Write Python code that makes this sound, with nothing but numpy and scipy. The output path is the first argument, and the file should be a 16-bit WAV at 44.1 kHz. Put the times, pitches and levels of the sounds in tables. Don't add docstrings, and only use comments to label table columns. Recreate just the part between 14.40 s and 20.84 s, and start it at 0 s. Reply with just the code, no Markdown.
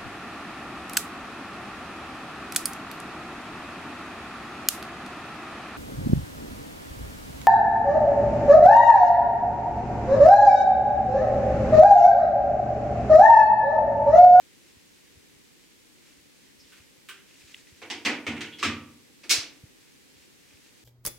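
import sys
import numpy as np
from scipy import signal
from scipy.fft import rfft, irfft, next_fast_len
from scipy.io import wavfile
from scipy.ndimage import uniform_filter1d

SR = 44100
rng = np.random.default_rng(int(sys.argv[2]) if len(sys.argv) > 2 else 0)


def wav_out(sig):
    wavfile.write(sys.argv[1], SR, np.round(np.clip(np.atleast_2d(sig).T, -1, 1) * 32767).astype(np.int16))


N = 284004
AGE = np.arange(SR) / SR

# start in seconds, case gain in dB, contact decay in seconds,
# treble gain in dB, mid gain in dB, weight on the tub in dB.
KNOCKS = [ (3.4174, -3, 0.013, 1, 13, -12.5), (3.5010, 4.5, 0.0012, 11, 12, -7.5),
          (3.6500, 12, 0.011, 10, 2.5, -2.5), (3.6567, 17, 0.02, -12, 8, -1),
          (3.8666, 12, .0013, -3, 1.5, 10), (3.9110, -5.5, 0.0019, 0, 19.5, 9),
          (3.9660, 2, 0.0037, -9, -4, -14), (4.008, 7, 0.0015, 2, -4.5, -12),
          (4.185, -4, 0.032, 12.5, 2, -13), (4.2240, -2.5, .0078, 7, 11, -1),
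          (4.2279, 14.5, .0045, 5, -0.5, 0), (4.245, 9, 0.011, 7.5, 2, 14.5)]
# start in seconds, gain in dB.
ARM_DROPS = [(4.228, -21.5), (4.245, -25)]
# start in seconds, gain in dB, contact decay in seconds, mid gain in dB.
CLACKS = [(4.834, -4.5, 0.0043, 11), (4.8947, 17, 0.0023, -8), (4.9057, 20, 0.0011, -0.5),
          (4.9107, 18, .0013, -0.5), (4.9172, 8, 0.0059, -1)]
# start in seconds, gain in dB.
CLICKS = [(1.619, -27.5), (2.321, -16.5), (2.378, -25.5), (2.6878, -3), (6.119, -35)]
# start in seconds, relative level in dB, pitch in Hz, length in seconds.
SQUEAKS = [(0.655, -60, 2050, .012), (2.083, -61, 1940, 0.025), (2.192, -52.5, 5250, 0.027),
           (2.228, -64, 3450, .04), (3.27, -57, 2080, 0.012), (4.12, -42.5, 3150, 0.028)]
# fastest moment in seconds, level in dB, rough length in seconds.
STROKES = [(0.35, -67, 0.62), (1.69, -64, 0.13), (2.007, -65, 0.075), (2.334, -62, 0.16), (3.06, -56, 0.24),
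           (3.35, -61, 0.22), (5.428, -63.5, 0.091), (5.773, -62.5, 0.12), (6.15, -63.5, 0.28)]
# start in seconds, gain in dB.
BUMPS = [(0.369, -52.5), (0.77, -49.5), (2.4, -52), (3.040, -52.5), (3.323, -50), (4.981, -39),
         (5.237, -38), (6.14, -55)]

# frequency in Hz, gain in dB.
CASE_EQ = [(60, -76), (150, -17), (280, -9), (450, -9), (650, -16), (1100, -11.5), (1600, -5), (2300, 0.5),
           (3100, -5.5), (4200, -14), (6500, -18), (8700, -23), (10200, -33.5), (16000, -38)]
PLATE_EQ = [(550, -40), (1000, -1)]
COMB_EQ = [(60, -36), (300, -24.5), (600, -20.5), (1100, -17.5), (1800, -12.5), (2400, -6.5), (3200, -9.5),
           (4500, -3), (6500, -7), (8500, -11.5), (10500, -18), (16000, -24)]
JAW_EQ = [(100, -70), (750, -22.5), (1150, -5), (1500, 0.5), (2300, -2), (3100, 0), (4400, -11.5),
          (6500, -14.5), (8500, -10.5), (11000, -19), (16000, -14)]
HAIR_EQ = [(100, -32), (900, -17.5), (1800, 0.5), (3000, -1), (5000, -2.5), (8000, -6), (16000, -27)]
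SNAG_EQ = [(900, -10), (1600, -22), (2050, -8), (2450, 7), (2900, 2), (4000, -29), (12000, -20)]
CAMERA_SHELL_EQ = [(100, -38), (1400, -27), (2050, 5), (2300, -9), (2700, 7), (3500, 1), (4400, -20),
                   (16000, -47)]
HISS_EQ = [(15, -49), (25, -12.5), (156, -4), (193, -2.5), (221, -3.5), (274, 1), (523, -7.5), (666, -16.5),
           (871, -14), (1340, -16), (1570, -12.5), (2010, -9.5), (3260, -11.5), (7910, -14.5),
           (15500, -23.5)]

# pitch in Hz, relative level in dB, seconds to fall by 60 dB.
CASE_MODES = [(500, -65, 0.59), (718, -59.5, 0.28), (825, -64, 0.55), (940, -63, 0.6), (1465, -53, 0.41),
              (1870, -65, 0.21), (1920, -55, 0.18), (2234, -52, 0.29)]
PLATE_MODES = [(1155, -2.5, 0.11), (1197, -3.5, 0.13), (1298, -6, 0.15), (1640, -17.5, 0.22),
               (2410, -15, .23), (2444, -16, 0.45), (2573, -27, 0.53)]
BOOM_MODES = [(214, -9, 0.35), (227.2, -6, 0.63), (249.3, -5.5, 0.65), (290.2, -6.5, 0.72),
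              (305.8, -6.5, 0.77), (340, -1.5, 0.47), (376, -3.5, 0.25), (451, -2, 0.73), (500, 4, 0.41)]
THUMP_MODES = [(79.8, -9.5, 0.68), (94.8, 0, 0.58), (111.6, -11, 0.84), (125.5, -10.5, 0.92),
               (151.7, -7.5, 0.83)]
COMB_MODES = [(2230, -50, 0.2), (2450, -53, 0.18), (2687, -49.5, 0.19), (4530, -53, 0.3), (4700, -65, .22),
              (4996, -66, .2), (5870, -57, 0.39)]
SPRING_MODES = [(390, -57, 0.82), (1203, -47, .22), (1414, -49, 0.21), (1550, -41, 0.18)]

# frequency in Hz, seconds to fall by 60 dB.
TILE_DECAY = [(100, 1), (300, 0.73), (700, 0.53), (1400, 0.42), (2700, 0.39), (4000, .33), (5500, 0.31),
              (8000, 0.26), (11000, 0.23), (16000, 0.15)]
# frequency in Hz, side minus mid in dB.
ROOM_WIDTH = [(100, -35), (600, -14), (1200, -16.5), (2400, -7), (5000, -2.5), (9000, -3), (16000, 2)]
HISS_WIDTH = [(60, 0.5), (110, 4), (200, 3.5), (380, 0.5), (700, 3), (1290, 0.5), (2380, -0.5), (4400, 0),
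              (8120, -1.5), (15000, -0.5)]


def bath_knocks(shake_db=-66, boom_db=-38.5, thump_db=-50.5, weight_share=0.52):
    out = np.zeros((2, N))
    plates = undb(shake_db) * plate_ring()
    for start, db, contact_s, treble_db, mid_db, weight_db in KNOCKS:
        touch = [(200, 0.012), (750, mid_db), (1500, 0), (2400, 0),
                 (4500, treble_db), (12000, treble_db / 2)]
        crack = colour(colour(contact(contact_s), CASE_EQ), touch)
        case = bathroom(crack, direct_db=-8.5) + bloom(CASE_MODES, build_s=0.011)
        add(out, start, undb(db) * (case + plates))
        drive_db = weight_share * weight_db + (1 - weight_share) * db
        boom_hz = 275.6 * 2 ** (-weight_db / 52)
        boom = undb(boom_db + drive_db) * hollow_boom(boom_hz)
        thump = undb(thump_db + weight_db) * bloom(THUMP_MODES, build_s=0.0083)
        add(out, start, boom + thump)
    return out


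def hollow_boom(centre_hz, octaves=0.28):
    favoured = [(hz, db - 3 * (np.log2(hz / centre_hz) / octaves) ** 2, t60)
                for hz, db, t60 in BOOM_MODES]
    return bloom(favoured, build_s=0.0075)


def plate_ring():
    return colour(ring(PLATE_MODES), PLATE_EQ)


def arm_drops(echo_db=-7):
    out = np.zeros((2, N))
    plates = plate_ring()
    for start, db in ARM_DROPS:
        echo = undb(echo_db) * bathroom(plates, direct_db=-50)
        add(out, start, undb(db) * (plates + echo))
    return out


def shelf_clack(full_blow_db=19, boom_db=-44.5):
    out = np.zeros((2, N))
    for start, db, contact_s, mid_db in CLACKS:
        force_db = db - full_blow_db
        touch = [(800, mid_db), (2300, 0.88), (5000, 0.4 * force_db)]
        crack = colour(colour(contact(contact_s), COMB_EQ), touch)
        clack = bathroom(crack, direct_db=-11) + bloom(COMB_MODES, build_s=0.0015)
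        boom = undb(boom_db + 0.24 * force_db) * hollow_boom(centre_hz=305)
        add(out, start, undb(db) * clack + boom)
    return out


def jaw_clicks():
    out = np.zeros((2, N))
    for start, db in CLICKS:
        snap = colour(contact(0.0035, chatter=0.43), JAW_EQ)
        click = bathroom(snap, direct_db=-9) + bloom(SPRING_MODES, build_s=0.0017)
        add(out, start, undb(db) * click)
    return out


def plastic_squeaks(width=0.16):
    out = np.zeros((2, N))
    for start, db, hz, length_s in SQUEAKS:
        peak = [(hz / 2, -35), (hz * (1 - width), -12), (hz, 0), (hz * (1 + width), -14), (hz * 2, -40)]
        rub = level(colour(rng.standard_normal(SR), peak), db)
        envelope = np.sin(np.pi * np.minimum(AGE / length_s, 1))
        add(out, start, bathroom(rub * envelope, direct_db=3) / 2)
    return out


def sliding_hair(flutter_db=2.5, crackle_db=-9, snags_per_s=45, spread_db=4):
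    flutter = level(uniform_filter1d(rng.standard_normal(N), 2000), 0)
    hiss = level(colour(stereo_noise(N, ROOM_WIDTH), HAIR_EQ), 0)
    snags = rng.random(N) < snags_per_s / SR
    snag_gain = undb(spread_db * np.minimum(rng.exponential(size=N), 3))
    crackle = level(colour(snags * snag_gain, SNAG_EQ), crackle_db)
    return (hiss + crackle) * stroke_envelope() * undb(flutter_db * flutter)


def stroke_envelope(rustle_db=-74, rise_share=0.43):
    t = np.arange(N) / SR
    power = undb(rustle_db) ** 2
    for peak_s, db, length_s in STROKES:
        reach_s = length_s * np.where(t < peak_s, rise_share, 1 - rise_share)
        power = power + undb(db) ** 2 * np.exp(-((t - peak_s) / reach_s) ** 2)
    return np.sqrt(power)


def bathroom(x, direct_db, slap_db=-6, build_s=0.0019, spread_s=0.018, slaps=12):
    log_hz = np.log(np.fft.rfftfreq(SR, 1 / SR) + 1)
    noise = rfft(stereo_noise(SR, ROOM_WIDTH))
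    centres = np.log([hz for hz, _ in TILE_DECAY])
    response = np.zeros((2, SR))
    for share, (_, t60) in zip(np.eye(len(TILE_DECAY)), TILE_DECAY):
        band = irfft(noise * np.interp(log_hz, centres, share), SR)
        response += band * np.exp(-np.log(1000) * AGE / t60)
    response *= 1 - np.exp(-AGE / build_s)
    response /= np.linalg.norm(response.mean(axis=0))
    for late, size, angle in rng.random((slaps, 3)):
        i = int((0.000932 + late * spread_s) * SR)
        slap = undb(slap_db) * (2 * size - 1) * np.sqrt(3 / slaps)
        response[0, i] += slap
        response[1, i + int(round(4 * angle - 2))] += slap
    response[:, 0] += undb(direct_db)
    return signal.fftconvolve(response, x[None], axes=1)[:, :SR]


def camera_handling(peak_cycles=0.61, grip_db=-59, grip_shifts=7, tick_s=3.144, tick_db=-8):
    out = np.zeros((2, N))
    shifts = [(start, grip_db) for start in rng.random(grip_shifts) * N / SR]
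    for start, db in BUMPS + shifts:
        hz = 83 * 2 ** ((db + 51) / 33)
        rise = 2 * AGE * hz / peak_cycles
        bump = undb(db) * rise * np.exp(1 - rise) * np.sin(2 * np.pi * hz * AGE)
        add(out, start, colour(bump, [(25, -14), (70, 1)]))
    add(out, tick_s, undb(tick_db) * colour(contact(0.0038, chatter=0.98), CAMERA_SHELL_EQ))
    return out


def camera_hiss(db=-56.5):
    return level(colour(stereo_noise(N, HISS_WIDTH), HISS_EQ), db)


def contact(decay_s, chatter=0.9):
    fade = np.exp(-AGE / decay_s)
    x = rng.standard_normal(SR) * fade
    x *= chatter / np.linalg.norm(x)
    x[0] = 1 - min(chatter, 0.95)
    for _ in range(3):
        flat = irfft(np.exp(1j * np.angle(rfft(x))), SR)
        x = flat * np.sqrt(fade)
    return x / np.linalg.norm(x)


def ring(modes, phase_cycles=0):
    hz, db, t60 = np.transpose(modes)[:, :, None]
    tones = undb(db) * np.sin(2 * np.pi * (hz * AGE + phase_cycles))
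    return np.sum(tones * np.exp(-np.log(1000) * AGE / t60), axis=0)


def bloom(modes, build_s):
    attack = (1 - np.exp(-AGE / build_s)) ** 2
    return attack * ring(modes, rng.random((len(modes), 1)))


def stereo_noise(size, width):
    mid, side = rng.standard_normal((2, size))
    side = colour(side, width)
    return np.array([mid + side, mid - side])


def colour(x, curve):
    n = 2 * next_fast_len(x.shape[-1])
    hz, db = np.transpose(curve)
    log_hz = np.log(np.maximum(np.fft.rfftfreq(n, 1 / SR), 1))
    cepstrum = irfft(np.interp(log_hz, np.log(hz), db) * np.log(10) / 20)
    cepstrum[1:n // 2] *= 2
    cepstrum[n // 2 + 1:] = 0
    return irfft(rfft(x, n) * np.exp(rfft(cepstrum)))[..., :x.shape[-1]]


def undb(db):
    return 10 ** (np.asarray(db) / 20)


def level(x, db):
    return x * undb(db) / np.sqrt(np.mean(x ** 2))


def add(out, start_s, sound):
    i = int(start_s * SR)
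    out[:, i:i + sound.shape[-1]] += sound[..., :N - i]


def scene(right_lead_db=1.16):
    props = jaw_clicks() + bath_knocks() + arm_drops() + shelf_clack() + plastic_squeaks()
    pan = undb([[-right_lead_db / 2], [right_lead_db / 2]])
    return props * pan + sliding_hair() + camera_hiss() + camera_handling()


def record(dry):
    return signal.sosfilt(signal.ellip(10, 0.2, 80, 15900, fs=SR, output="sos"), dry)


dry = scene()
out = record(dry)
wav_out(out)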